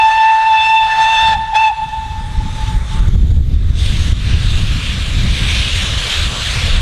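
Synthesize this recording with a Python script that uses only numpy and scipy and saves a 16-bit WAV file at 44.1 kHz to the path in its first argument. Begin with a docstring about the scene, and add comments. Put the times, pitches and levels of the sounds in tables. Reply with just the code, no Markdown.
"""A steam locomotive's whistle, heard from far down a station platform: a long blast, a short toot.
A steam jet drives the pipe, which scoops up to its note and turns brighter when overblown.
The buildings ring on and distant walls answer; then the cylinder drains open in a growing hiss
over a dull roar. Wind buffets the microphone of a small camera, whose limiter ducks under the
strongest gusts."""
import sys
import numpy as np
from scipy import signal
from scipy.fft import rfft, irfft, next_fast_len
from scipy.io import wavfile
from scipy.ndimage import uniform_filter1d

SR = 44100
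rng = np.random.default_rng(int(sys.argv[2]) if len(sys.argv) > 2 else 0)


def pcm_store(signal):
    """Save signal as 16-bit PCM."""
    levels = np.round(np.clip(np.atleast_2d(signal), -1, 1) * 32767)
    wavfile.write(sys.argv[1], SR, levels.astype(np.int16).T)


N = 300321
LEAD = 3 * SR // 2  # the whistle is already sounding when the scene begins
T = np.arange(-LEAD, N) / SR
NOTE_HZ = 884
MID_BAND_HZ = (1000, 1600)  # sets the level of roar and rush

# pulls of the whistle cord: valve opens t/s, valve shut t/s
PULLS = [(-1.5, 1.372), (1.524, 1.719)]


def amp(db):
    """Decibels to gain."""
    return 10 ** (np.asarray(db) / 20)


def unit(x):
    """Scales to rms 1."""
    return x / np.sqrt(np.mean(x ** 2) + 1e-20)


def follow(rows):
    """The columns of a time curve, one value a sample."""
    times, *columns = np.transpose(rows)
    return [np.interp(T, times, column) for column in columns]


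def at_hz(rows, hz, column=1):
    """One column of a spectrum at the given frequencies."""
    table = np.transpose(rows)
    return np.interp(np.log(hz + 1), np.log(table[0] + 1), table[column])


def swells(rows):
    """Bell-shaped rises and dips in dB, one for each row."""
    return sum(db * np.exp(-((T - s) / half_s) ** 2) for s, half_s, db in rows)


def wobble(rate_hz):
    """Smooth random motion of rms 1, mostly slower than the given rate."""
    size = next_fast_len(len(T))
    hz = np.fft.rfftfreq(size, 1 / SR)
    spectrum = rfft(rng.standard_normal(size)) / (1 + (hz / rate_hz) ** 2)
    return unit(irfft(spectrum, size)[:len(T)])


def noise(spectrum, band_hz, patchy_db):
    """Coloured noise with drifting patches, rms about 1 inside the band."""
    hz = np.fft.rfftfreq(2048, 1 / SR)
    real, imag, patches = rng.standard_normal((3, len(T) // 512 + 3, len(hz)))
    patches = unit(uniform_filter1d(uniform_filter1d(patches, size=9, axis=0), size=30, axis=1))
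    colour = amp(at_hz(spectrum, hz))
    band_share = np.sum(colour[(hz > band_hz[0]) & (hz < band_hz[1])] ** 2) / np.sum(colour ** 2)
    frames = (real + 1j * imag) * colour * amp(patchy_db * patches)
    sound = signal.istft(frames.T, nperseg=2048, noverlap=1536)[1][:len(T)]
    return unit(sound) / np.sqrt(band_share)


def resonate(x, hz, width_hz):
    """A resonance of gain 1 that follows the curve hz."""
    turn = np.exp(2j * np.pi * np.cumsum(hz) / SR)
    pole = np.exp(-np.pi * width_hz / SR)
    return 2 * (turn * signal.lfilter([1 - pole], [1, -pole], x / turn)).real


def roar():
    """The dull roar of the distant engine: the low body of its steam, blurred by the yard."""
    # colour of the roar: f/Hz, level/dB
    colour = [(150, -17), (350, -3.5), (550, 1.5), (850, -4), (1150, 5), (1600, 2), (2300, -0.5),
              (4000, -31.5), (12000, -62)]
    # its slow rise: t/s, level/dB
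    rise = [(1.78, -49), (2.25, -44), (3.05, -37.5), (3.3, -44.5), (3.95, -40), (4.3, -39), (5.1, -39),
            (6.1, -33), (6.81, -32.5)]
    return amp(follow(rise)[0]) * noise(colour, MID_BAND_HZ, patchy_db=1.4)


def wind(eddy_db=-3, lumpy_db=3, unsteady_db=3.0, eddy_share=0.59):
    """Slow pressure swings on the microphone, with lumps of smaller eddies; gusts lift both."""
    # colours of the slow swings and the fast eddies: f/Hz, level/dB
    swing_colour = [(10, -33.5), (20, -0.5), (43, 0), (79, -1.5), (115, -14.5), (200, -30), (420, -41),
                    (900, -75.5)]
    eddy_colour = [(50, -27), (110, 4.5), (160, -1), (250, -12), (400, -25), (800, -34), (2000, -59.5),
                   (8000, -100)]
    # breeze along the platform: t/s, swing level/dB, eddy level/dB
    breeze = [(0, -31, -49), (.45, -39.5, -48.5), (1.1, -33.5, -43), (1.38, -20, -32.5), (1.68, -41, -53),
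              (1.85, -28, -39.5), (2.3, -15.5, -30), (3.1, -7.5, -22), (3.7, -10, -22.5), (5.0, -12, -22.5),
              (6.0, -22.5, -30), (6.45, -20, -32), (6.81, -7, -32)]
    # gusts and lulls on top of it: middle t/s, half length/s, change/dB
    gusts = [(2.39, 0.028, 7.5), (2.75, 0.037, 5), (2.9, 0.068, -12.5), (3.12, 0.02, 0), (3.58, 0.15, 4.5),
             (5.75, 0.3, 3), (6.25, 0.087, 11)]
    swing_level, eddy_level = follow(breeze)
    gust_db = swells(gusts) + unsteady_db * wobble(1.3)
    swings = noise(swing_colour, band_hz=(20, 130), patchy_db=2.5)
    swings /= np.sqrt(uniform_filter1d(swings ** 2, size=6000))  # breeze and gusts set the strength
    eddies = noise(eddy_colour, band_hz=(130, 350), patchy_db=1.5) * unit(amp(lumpy_db * wobble(16.0)))
    return amp(swing_level + gust_db) * swings + amp(eddy_level + eddy_share * gust_db + eddy_db) * eddies


def buffets(swing_s=0.0037):
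    """Hard knocks of wind on the microphone, each a rounded push of pressure and a pull back."""
    # single buffets: t/s, peak level/dB
    knocks = [(3.09, 0), (3.237, -.5), (3.407, .5), (3.706, 3.5), (4.129, 4)]
    pressure = np.zeros(len(T))
    for s, db in knocks:
        offset = (T - s) / swing_s
        swing = -offset * np.exp(-offset ** 2)
        pressure += amp(db) * swing / swing.max()
    return pressure


def cylinder_drains(hiss_db=-1, fizz_db=-1.5, split_hz=4900, jet_width_hz=560, fizz_share=0.58):
    """Steam escapes in a sputtering hiss, a fine fizz above it, and a broad moving resonance."""
    # colour of the escaping steam: f/Hz, level/dB
    colour = [(500, -16.5), (900, -17), (1170, -23.5), (1430, -15), (1650, -6), (1900, -8.5), (2800, -2.5),
              (3600, 0), (5000, -11), (6600, -11.5), (9200, -18), (12100, -30), (15400, -50.5)]
    # a leak, then the drains open and the flow builds: t/s, hiss level/dB, fizz level/dB
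    flow = [(1.75, -41.5, -50.5), (2.65, -41.5, -43), (3.73, -37, -44), (3.79, -31.5, -36), (4.3, -26, -37),
            (5.15, -26, -36), (5.9, -23, -32), (6.6, -20.5, -30), (6.81, -24, -35)]
    # swells of the hiss, and brief dips where the sound ducks under wind gusts:
    # middle t/s, half length/s, change/dB
    swells_and_dips = [(2.64, 0.11, 6.5), (2.82, 0.059, -5), (2.98, 0.098, 4), (3.87, 0.09, 6.5),
                       (4.08, .04, 0.5), (4.55, 0.058, 0.5), (5.52, 0.16, 5), (5.79, 0.062, 4),
                       (6.19, 0.18, 4), (6.32, 0.094, -5.5), (6.55, 0.084, -0.5)]
    # the jet's ringing centre, moving as the cloud spreads: t/s, f/Hz, level against the hiss/dB
    jet_centre = [(3.85, 3570, -1), (4.3, 3630, -34), (4.55, 2440, -12.5), (5.45, 2270, -6),
                  (5.8, 2870, -4), (6.2, 3360, -11), (6.8, 3180, -22)]
    hiss_level, fizz_level = follow(flow)
    change_db = swells(swells_and_dips)
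    jet_hz, jet_db = follow(jet_centre)
    low_pass = signal.butter(5, split_hz, fs=SR, output="sos")
    high_pass = signal.butter(5, split_hz, "high", fs=SR, output="sos")
    hiss = signal.sosfilt(low_pass, noise(colour, band_hz=(2500, 4500), patchy_db=1.5))
    fizz = signal.sosfilt(high_pass, noise(colour, band_hz=(5500, 11000), patchy_db=2.3))
    jet = resonate(rng.standard_normal(len(T)), jet_hz, jet_width_hz)
    jet = unit(resonate(jet, jet_hz, jet_width_hz))
    steam = amp(hiss_level + change_db + hiss_db) * (hiss + amp(jet_db) * jet)
    steam += amp(fizz_level + fizz_share * change_db + fizz_db) * fizz
    sputter_db = 0.63 * wobble(41) + 0.34 * wobble(21)
    return steam * amp(sputter_db)


def station(x, build_s=0.022, echo_cut_hz=1300, smear_s=0.034):
    """Canopies and walls scatter a long tail; far walls send back late, dull, smeared echoes."""
    # ring of the buildings: f/Hz, level/dB, t60/s
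    ring = [(300, -27, 1.8), (810, -7, 3.27), (1760, -6.5, 2.7), (2620, -11.5, 1.83), (3600, -11, 1.4),
            (5900, -15, 2.2), (12000, -37.5, .4)]
    # answers from the far walls: delay t/s, level/dB
    far_walls = [(1.022, -21.5), (1.332, -25.5)]
    t = np.arange(3 * SR) / SR
    hz, age_s, frames = signal.stft(rng.standard_normal(len(t)), SR, nperseg=512)
    t60 = at_hz(ring, hz, column=2)[:, None]
    equal_energy = np.sqrt(2 * np.log(1000) / (t60 * SR))
    frames *= amp(at_hz(ring, hz)[:, None] - 60 * age_s / t60) * equal_energy
    tail = signal.istft(frames, SR, nperseg=512)[1][:len(t)] * np.minimum(t / build_s, 1)
    arrivals = sum(amp(db) * (t > delay) * np.exp(-abs(t - delay) / smear_s) for delay, db in far_walls)
    echoes = rng.standard_normal(len(t)) * arrivals * np.sqrt(2 / (smear_s * SR))
    echoes = signal.lfilter(*signal.butter(2, echo_cut_hz, fs=SR), echoes)
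    return signal.fftconvolve(x, tail + echoes)[:len(T)]


def whistle_valve(travel_s=.036, sag=.11, settle_s=.021):
    """The valve's opening (0-1) and the note, which scoops up as it opens and sags as it shuts."""
    inside_s = sum(np.maximum(np.minimum(T - opens, shut - T), 0) for opens, shut in PULLS)
    return np.minimum(inside_s / travel_s, 1), NOTE_HZ * (1 - sag * np.exp(-inside_s / settle_s))


def lip_rush(valve, hz, blow, level_db=-3.5, pipe_db=-1, sputter_db=1, spit_db=3.0, spit_s=0.026):
    """Steam tears over the whistle's lip, spits as the valve opens and rings the pipe's resonances."""
    # colour of the steam at the lip: f/Hz, level/dB
    colour = [(200, -45), (430, -11.5), (600, -3), (780, 8.5), (1050, -3), (1450, 3), (2300, -3.5),
              (3700, -1), (4600, -10.5), (6500, -16.5), (9000, -23), (12000, -36), (15500, -48)]
    spit = swells([(opens + spit_s, spit_s / 2, spit_db) for opens, shut in PULLS])
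    rush = noise(colour, MID_BAND_HZ, patchy_db=2.0) * blow * valve ** 2
    rush *= amp(spit + sputter_db * wobble(21))
    pipe = sum(resonate(rush, k * hz, width_hz=70) for k in range(1, 5))
    return amp(level_db) * (rush + amp(pipe_db) * pipe)


def whistle(valve, hz, blow, overblow_db, bright_db, rasp_rad=.18, flicker_db=3.5, flutter=0.063):
    """An unsteady steam jet drives one pipe; the overtones speak only once the valve is wide open."""
    # partials 1 and 2: level/dB, change per dB of overblowing/dB
    low_partials = [(-7.5, -0.48), (-23, 0.1)]
    # partials 3 and 4: level against bright_db/dB, change per dB of overblowing/dB
    mid_partials = [(1, -0.85), (-6, 0.46)]
    # higher partials: f/Hz, level against bright_db/dB
    overtones = [(4400, -22.5), (5300, -24.5), (6200, -26.5), (7100, -34.5), (8000, -36.5), (9800, -42.5),
                 (13000, -65)]
    levels = [db + slope * overblow_db for db, slope in low_partials]
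    levels += [bright_db + db + slope * overblow_db for db, slope in mid_partials]
    levels += [bright_db + 0.59 * overblow_db + at_hz(overtones, k * NOTE_HZ) for k in range(5, 15)]
    turbulence = np.sqrt(unit(blow))  # harder blowing shakes the jet more
    wander = .0032 * wobble(12.1)
    jitter = turbulence * (0.00421 * wobble(33.5) + 0.00733 * wobble(390))
    phase = 2 * np.pi * np.cumsum(hz * (1 + wander + jitter)) / SR
    tone = amp(levels[0]) * np.sin(phase) * np.sqrt(valve)
    for k, db in enumerate(levels[1:], start=2):
        fray = rasp_rad * np.sqrt(k / 2) * turbulence * wobble(120)
        tone += amp(db + flicker_db * wobble(11.7)) * np.sin(k * phase + fray) * valve ** 3
    return tone * (1 + flutter * turbulence * wobble(61))


def scene(overblown_above_db=-33, rush_ring_db=-4):
    """From the platform, in mono: the far whistle and its ring, the engine's steam, the wind close by."""
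    # how hard the blast and the toot are blown: t/s, rush level/dB, upper overtone level/dB
    blast = [(0, -32.5, -15), (.15, -32.5, -17), (.42, -35, -25), (.66, -32.5, -14), (.8, -35.5, -16),
             (.9, -30, -25), (1.04, -27.5, -13), (1.17, -28, -13.5), (1.33, -28, -14.5)]
    toot = [(1.56, -25.5, -14), (1.574, -32.5, -13.5), (1.69, -34, -17.5)]
    blow_db, bright_db = follow(np.vstack([blast, toot]))
    blow = amp(blow_db)
    overblow_db = np.maximum(blow_db - overblown_above_db, 0)  # moves power up from the fundamental
    valve, hz = whistle_valve()
    tone = whistle(valve, hz, blow, overblow_db, bright_db)
    rush = lip_rush(valve, hz, blow)
    ring = station(tone + amp(rush_ring_db) * rush)
    return (tone + rush + ring + cylinder_drains() + roar() + wind() + buffets())[None, LEAD:]


def record(dry, bass_cut_hz=14, top_cut_hz=15450, ceiling_db=-3, recovery_db_per_s=45):
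    """The camera: its microphone's bass cut, a limiter that ducks fast and recovers slowly, a top cut."""
    heard = signal.sosfilt(signal.butter(2, bass_cut_hz, "high", fs=SR, output="sos"), dry)
    over_db = np.maximum(20 * np.log10(abs(heard[0]) + 1e-9) - ceiling_db, 0)
    recovery_db = np.arange(N) / SR * recovery_db_per_s
    duck_db = uniform_filter1d(np.maximum.accumulate(over_db + recovery_db) - recovery_db, size=16)
    low_pass = signal.firwin(511, top_cut_hz, window=("kaiser", 9), fs=SR)
    return signal.oaconvolve(heard * amp(-duck_db), low_pass[None], "same")


dry = scene()
out = record(dry)
pcm_store(out)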